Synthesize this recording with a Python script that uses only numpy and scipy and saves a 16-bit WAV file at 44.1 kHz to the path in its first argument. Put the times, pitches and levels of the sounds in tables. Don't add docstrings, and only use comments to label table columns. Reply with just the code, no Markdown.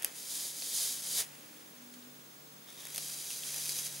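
import sys
import numpy as np
from scipy import signal
from scipy.fft import rfft, irfft, next_fast_len
from scipy.io import wavfile
from scipy.ndimage import map_coordinates

SR = 44100
rng = np.random.default_rng(int(sys.argv[2]) if len(sys.argv) > 2 else 0)


def to_wav(sig):
    pcm = np.clip(np.atleast_2d(sig), -1, 1) * 32767
    pcm = np.round(pcm).astype(np.int16)
    wavfile.write(sys.argv[1], SR, pcm.T)


N = 176400

# (frequency [Hz], correlation [-1..1])
NEAR_CORRELATION = [(130, 1), (300, 0.64), (640, 0), (1400, 0.23), (3100, 0.91), (6800, 0.89), (13000, 1)]
ROOM_CORRELATION = [(60, .88), (130, 0.87), (290, 0.78), (640, -0.36), (1400, -0.45), (3100, -0.1),
                    (6800, 0.37), (14000, 1)]


def fibre_slips(level_db):
    slips_per_s, reference_db, scatter_db = 30000, -38, 0.5
    chance = np.clip(slips_per_s / SR * amp(level_db - reference_db), .05, 1)
    size = rng.standard_normal((2, N)) * amp(-scatter_db * rng.standard_normal((2, N)))
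    return size * (rng.random((2, N)) < chance) / np.sqrt(chance)


def wool_pull(stroke, colour, resonances, t60_s):
    # (frequency [Hz], level [dB])
    pad_colour = [(100, -12), (250, -11.5), (470, -0.5), (800, -2), (1200, -6), (1800, 0.5), (2450, 0),
                  (3200, -3), (5000, -25)]
    pad_boost_db = 4
    t = np.arange(N) / SR
    level_db, pad_db = curves(stroke)
    tug_db = 0.49 * wobble(25.3)
    jitter_db = 0.63 * wobble(220)
    outside_s = np.maximum(stroke[0][0] - t, 0) + np.maximum(t - stroke[-1][0], 0)
    effort = amp(level_db + tug_db + jitter_db - 60 * outside_s / t60_s)
    lift_db = lambda hz: sum(db * bell(hz, centre, width) for centre, width, db in resonances)
    tine_gain = lambda hz: amp(along(colour, hz) + lift_db(hz))
    rasp = stereo(fibre_slips(level_db), tine_gain, NEAR_CORRELATION)
    pad = stereo(fibre_slips(level_db), gain_curve(pad_colour), NEAR_CORRELATION)
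    return effort * (rasp + amp(pad_db + pad_boost_db) * pad)


def wool_settling():
    # (time [s], level [dB])
    pressing = [(2.63, -85), (2.69, -54), (2.745, -62), (2.79, -54.5), (2.87, -57.5), (2.96, -66),
                (3.1, -77)]
    # (frequency [Hz], width [Hz], level [dB])
    modes = [(3300, 170, -4), (3680, 170, 0), (5570, 160, -6)]
    friction_db = -18
    level_db, = curves(pressing)
    gain = lambda hz: peaks(modes, hz) + amp(friction_db)
    return amp(level_db) * stereo(fibre_slips(level_db), gain, NEAR_CORRELATION)


def tine_ticks():
    # (time [s], level [dB], crack t60 [s], low-pass [Hz], ping pitch [Hz], relative ping level [dB])
    snags = [(0.023, -26.5, 0.0095, 16200, 9600, -7), (.0314, -30, .010, 15500, 3350, -3),
             (0.0463, -9.5, 0.0054, 14500, 6060, -20), (0.622, -27, 0.0094, 4600, 4550, -2),
             (1.938, -41.5, 0.048, 8000, 3500, -10), (2.025, -46, 0.045, 4500, 3750, 1),
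             (2.703, -42, .02, 7000, 2200, -8), (2.8525, -31, 0.014, 14000, 11400, -3),
             (2.8694, -28.5, 0.0087, 9500, 2100, -8), (2.904, -36, .015, 12000, 10300, -8),
             (2.9462, -29.5, 0.028, 16000, 15000, -3), (2.9599, -23, 0.0072, 12500, 6130, -4),
             (2.969, -31, 0.017, 11000, 6000, -10), (2.9792, -20.5, 0.021, 11200, 3130, -12.5),
             (3.305, -25, 0.0088, 8050, 3220, -10), (3.3125, -24.5, 0.0041, 12000, 10000, -8),
             (3.435, -26.5, 0.0086, 7500, 3360, -1.5), (3.544, -22, 0.0044, 10000, 3860, -13),
             (3.657, -24, .005, 11200, 9500, -2), (3.6931, -17.5, .007, 11500, 4800, -5),
             (3.72, -25, 0.0066, 8000, 6100, 0), (3.788, -27, 0.014, 8000, 6450, 2),
             (3.794, -27, .008, 12000, 12900, -5)]
    # (frequency [Hz], level [dB], t60 [s])
    brush_modes = [(1920, -15, 0.0064), (2507, -16, 0.016), (4940, -14.5, 0.015), (6530, -19, 0.0093),
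                   (10540, 1, .008), (11760, 5.5, 0.0053)]
    # (frequency [Hz], level [dB])
    crack_colour = [(100, -40), (450, 7), (1300, -13), (1900, -0.5), (6500, 6), (9000, 4.5), (11000, 8),
                    (13000, 7.5), (15800, -2.5)]
    crack_db, ring_db, scatter_db = -2.5, -6.5, 1.5
    attack_s, ping_t60_s = 0.00028, 0.0083
    out = np.zeros(N + SR)
    t = np.arange(SR // 16) / SR
    onset = 1 - np.exp(-t / attack_s)
    for start_s, db, crack_t60_s, top_hz, ping_hz, ping_db in snags:
        crack = unit(coloured(rng.standard_normal(len(t)), gain_curve(crack_colour)))
        crack *= amp(-60 * t / crack_t60_s)
        ring = np.zeros(len(t))
        for mode_hz, mode_db, t60_s in brush_modes:
            decay = amp(mode_db + scatter_db * rng.standard_normal() - 60 * t / t60_s)
            ring += decay * np.sin(2 * np.pi * (mode_hz * t + rng.random()))
        strike = (amp(crack_db) * crack + amp(ring_db) * ring) * onset
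        tick = coloured(strike, lambda hz: 1 / np.sqrt(1 + (hz / top_hz) ** 6))
        ping = amp(ping_db - 60 * t / ping_t60_s) * np.sin(2 * np.pi * ping_hz * t) * onset
        out[round(start_s * SR):][:len(t)] += amp(db) * (tick + ping)
    return out[:N]


def room_reverb(x):
    # (frequency [Hz], level [dB])
    tail_colour = [(200, -9), (1500, 1), (2300, -4), (4000, 2), (6500, -0.5), (9000, 0), (10700, -1),
                   (15000, -10)]
    bass_t60_s, damping_hz = 0.35, 5500
    noise = stereo(rng.standard_normal((2, SR // 3)), gain_curve(tail_colour), ROOM_CORRELATION)
    hz, t, spectra = signal.stft(noise, SR, nperseg=256)
    t60_s = bass_t60_s / (1 + hz[:, None] / damping_hz)
    tail = signal.istft(spectra * amp(-60 * t / t60_s), SR, nperseg=256)[1]
    return signal.fftconvolve(x[None], tail / np.linalg.norm(tail[0]), axes=1)[:, :N]


def room_noise():
    # (frequency [Hz], level [dB])
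    colour = [(25, -25), (60, -15.5), (110, -9), (160, -2), (290, 3), (380, -2), (450, 1.5), (700, -1.5),
              (1200, -2), (2300, -6.5), (6400, -8.5), (10000, -11), (15000, -12.5)]
    return amp(-54.5) * stereo(rng.standard_normal((2, N)), gain_curve(colour), ROOM_CORRELATION)


def low_hum():
    # (time [s], level [dB])
    hum_levels = [(0, -75), (1.15, -71), (1.28, -65), (1.5, -76), (2.1, -68.5), (2.8, -73.5), (2.98, -66),
                  (3.25, -68), (3.5, -64.5), (4, -61)]
    # (start [s], length [s], start pitch [Hz], end pitch [Hz], level [dB])
    swells = [(0.98, .3, 179, 186, -64.5), (1.28, 0.41, 250, 230, -68), (1.25, 0.59, 292, 315, -66),
              (1.665, 0.59, 240, 249.7, -57.5)]
    t = np.arange(N) / SR
    hum = tone(hz=147 + wobble(7.86), db=curves(hum_levels)[0] + 2.2 * wobble(9))
    hum += tone(hz=184.7 + 3 * wobble(9), db=-74 + 3 * wobble(5.6))
    for start_s, length_s, start_hz, end_hz, db in swells:
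        progress = np.clip((t - start_s) / length_s, 0, 1)
        hum += tone(start_hz + (end_hz - start_hz) * progress, db) * np.sin(np.pi * progress) ** 0.98
    return hum


def high_whistle():
    flutter_hz, flutter_db = 50, 4
    t = np.arange(N) / SR
    return tone(hz=15625, db=-61.5 + flutter_db * np.sin(2 * np.pi * flutter_hz * t))


def pulsing_whine():
    # (frequency [Hz], width [Hz], level [dB])
    bands = [(3540, 300, -5.5), (6360, 150, -2), (7420, 120, -8), (9950, 93, -4.5)]
    pulse_hz, pulse_db = 18.7, 4
    t = np.arange(N) / SR
    whine = unit(coloured(rng.standard_normal(N), lambda hz: peaks(bands, hz)))
    return amp(-69 + pulse_db * np.sin(2 * np.pi * pulse_hz * t)) * whine


def amp(db):
    return 10 ** (np.asarray(db) / 20)


def unit(x):
    return x / np.sqrt(np.mean(x ** 2) + 1e-20)


def along(points, hz):
    knots_hz, values = np.transpose(points)
    return np.interp(np.log(hz + 1), np.log(knots_hz + 1), values)


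def gain_curve(colour):
    return lambda hz: amp(along(colour, hz))


def bell(hz, centre, width):
    return np.exp(-.5 * ((hz - centre) / width) ** 2)


def peaks(bands, hz):
    return sum(amp(db) * bell(hz, centre, width) for centre, width, db in bands)


def curves(rows):
    times_s, *columns = np.transpose(rows)
    return [np.interp(np.arange(N) / SR, times_s, column) for column in columns]


def wobble(rate_hz):
    knots = rng.standard_normal(int(N * rate_hz / SR) + 4)
    return map_coordinates(knots, [np.arange(N) * rate_hz / SR])


def tone(hz, db):
    return np.sqrt(2) * amp(db) * np.sin(2 * np.pi * np.cumsum(hz * np.ones(N)) / SR)


def coloured(x, gain):
    n = x.shape[-1]
    size = 2 * next_fast_len(n // 2 + 4096)
    magnitude = np.maximum(gain(np.fft.rfftfreq(size, 1 / SR)), 1e-6)
    cepstrum = irfft(np.log(magnitude), size)
    cepstrum[1:size // 2] *= 2
    cepstrum[size // 2 + 1:] = 0
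    return irfft(rfft(x, size) * np.exp(rfft(cepstrum)), size)[..., :n]


def stereo(pair, gain, correlation):
    angle = lambda hz: np.arccos(np.clip(along(correlation, hz), -.999, .999)) / 2
    mid = coloured(pair[0], lambda hz: gain(hz) * np.cos(angle(hz)))
    side = coloured(pair[1], lambda hz: gain(hz) * np.sin(angle(hz)))
    return unit(np.array([mid + side, mid - side]))


def scene():
    # (time [s], rasp level [dB], pad re rasp before its boost [dB])
    stroke_1 = [(0.08, -53, -4.5), (0.14, -51, -14), (0.18, -45, -18), (0.27, -44.5, -20),
                (0.305, -39, -22.5), (0.42, -37.5, -21), (0.495, -40, -22), (0.53, -44.5, -19.5),
                (0.62, -40, -21.5), (0.71, -38, -22), (0.755, -33, -25), (0.86, -33, -21),
                (0.925, -35.5, -22), (0.955, -40.5, -20), (1.02, -42.5, -18.5), (1.09, -37.5, -20.5),
                (1.155, -33.5, -22), (1.185, -30, -20), (1.208, -31.5, -16), (1.232, -43, -14),
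                (1.255, -50, -11), (1.31, -58, -6)]
    stroke_2 = [(2.63, -84, 1), (2.69, -59, -6), (2.75, -56.5, -11.5), (2.8, -51.5, -12.5),
                (2.92, -48, -13.5), (3.02, -41.5, -19.5), (3.13, -41, -19), (3.26, -42, -19.5),
                (3.33, -39.5, -21.5), (3.42, -43, -18), (3.48, -40, -17.5), (3.68, -38.5, -20),
                (3.745, -38, -20.5), (3.785, -35, -20.5), (3.825, -40, -18.5), (3.86, -37, -20.5),
                (3.885, -43, -16.5), (3.97, -44.5, -17), (4, -43, -17)]
    # (frequency [Hz], level [dB])
    colour_1 = [(1500, -39), (2700, -25), (3150, -7), (4800, -4), (6800, -0.5), (7700, -3), (10600, -2),
                (12400, -5.5), (13600, -11.5), (15800, -10)]
    colour_2 = [(1500, -29), (2700, -14), (3150, -7), (4800, -4.5), (6300, 1), (7700, -3), (10200, 0.5),
                (12200, -2.5), (13700, -11.5), (15800, -11)]
    # (frequency [Hz], width [Hz], lift [dB])
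    tines_1 = [(3060, 160, 4.5), (3820, 240, 3.5), (4850, 270, 4.5), (6380, 250, 1), (6780, 170, 1.5),
               (8830, 380, 2.5), (10650, 480, 3.5), (12300, 350, 3)]
    tines_2 = [(2460, 100, 8.4), (3260, 110, 5), (3880, 136, 6.7), (4820, 280, 5.5), (6100, 130, 2.8),
               (6900, 160, 2), (8550, 140, 1.7), (9900, 430, 1.1)]
    ticks = tine_ticks()
    wool = wool_pull(stroke_1, colour_1, tines_1, t60_s=3.8)
    wool += wool_settling()
    wool += wool_pull(stroke_2, colour_2, tines_2, t60_s=.3)
    reverb = amp(-9) * room_reverb(ticks)
    background = room_noise() + low_hum() + high_whistle() + pulsing_whine()
    return wool + ticks + reverb + background


def record(dry):
    top_hz = 15780
    size = next_fast_len(N + SR // 2)
    passband = np.fft.rfftfreq(size, 1 / SR) < top_hz
    return irfft(rfft(dry, size) * passband, size)[:, :N]


dry = scene()
out = record(dry)
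to_wav(out)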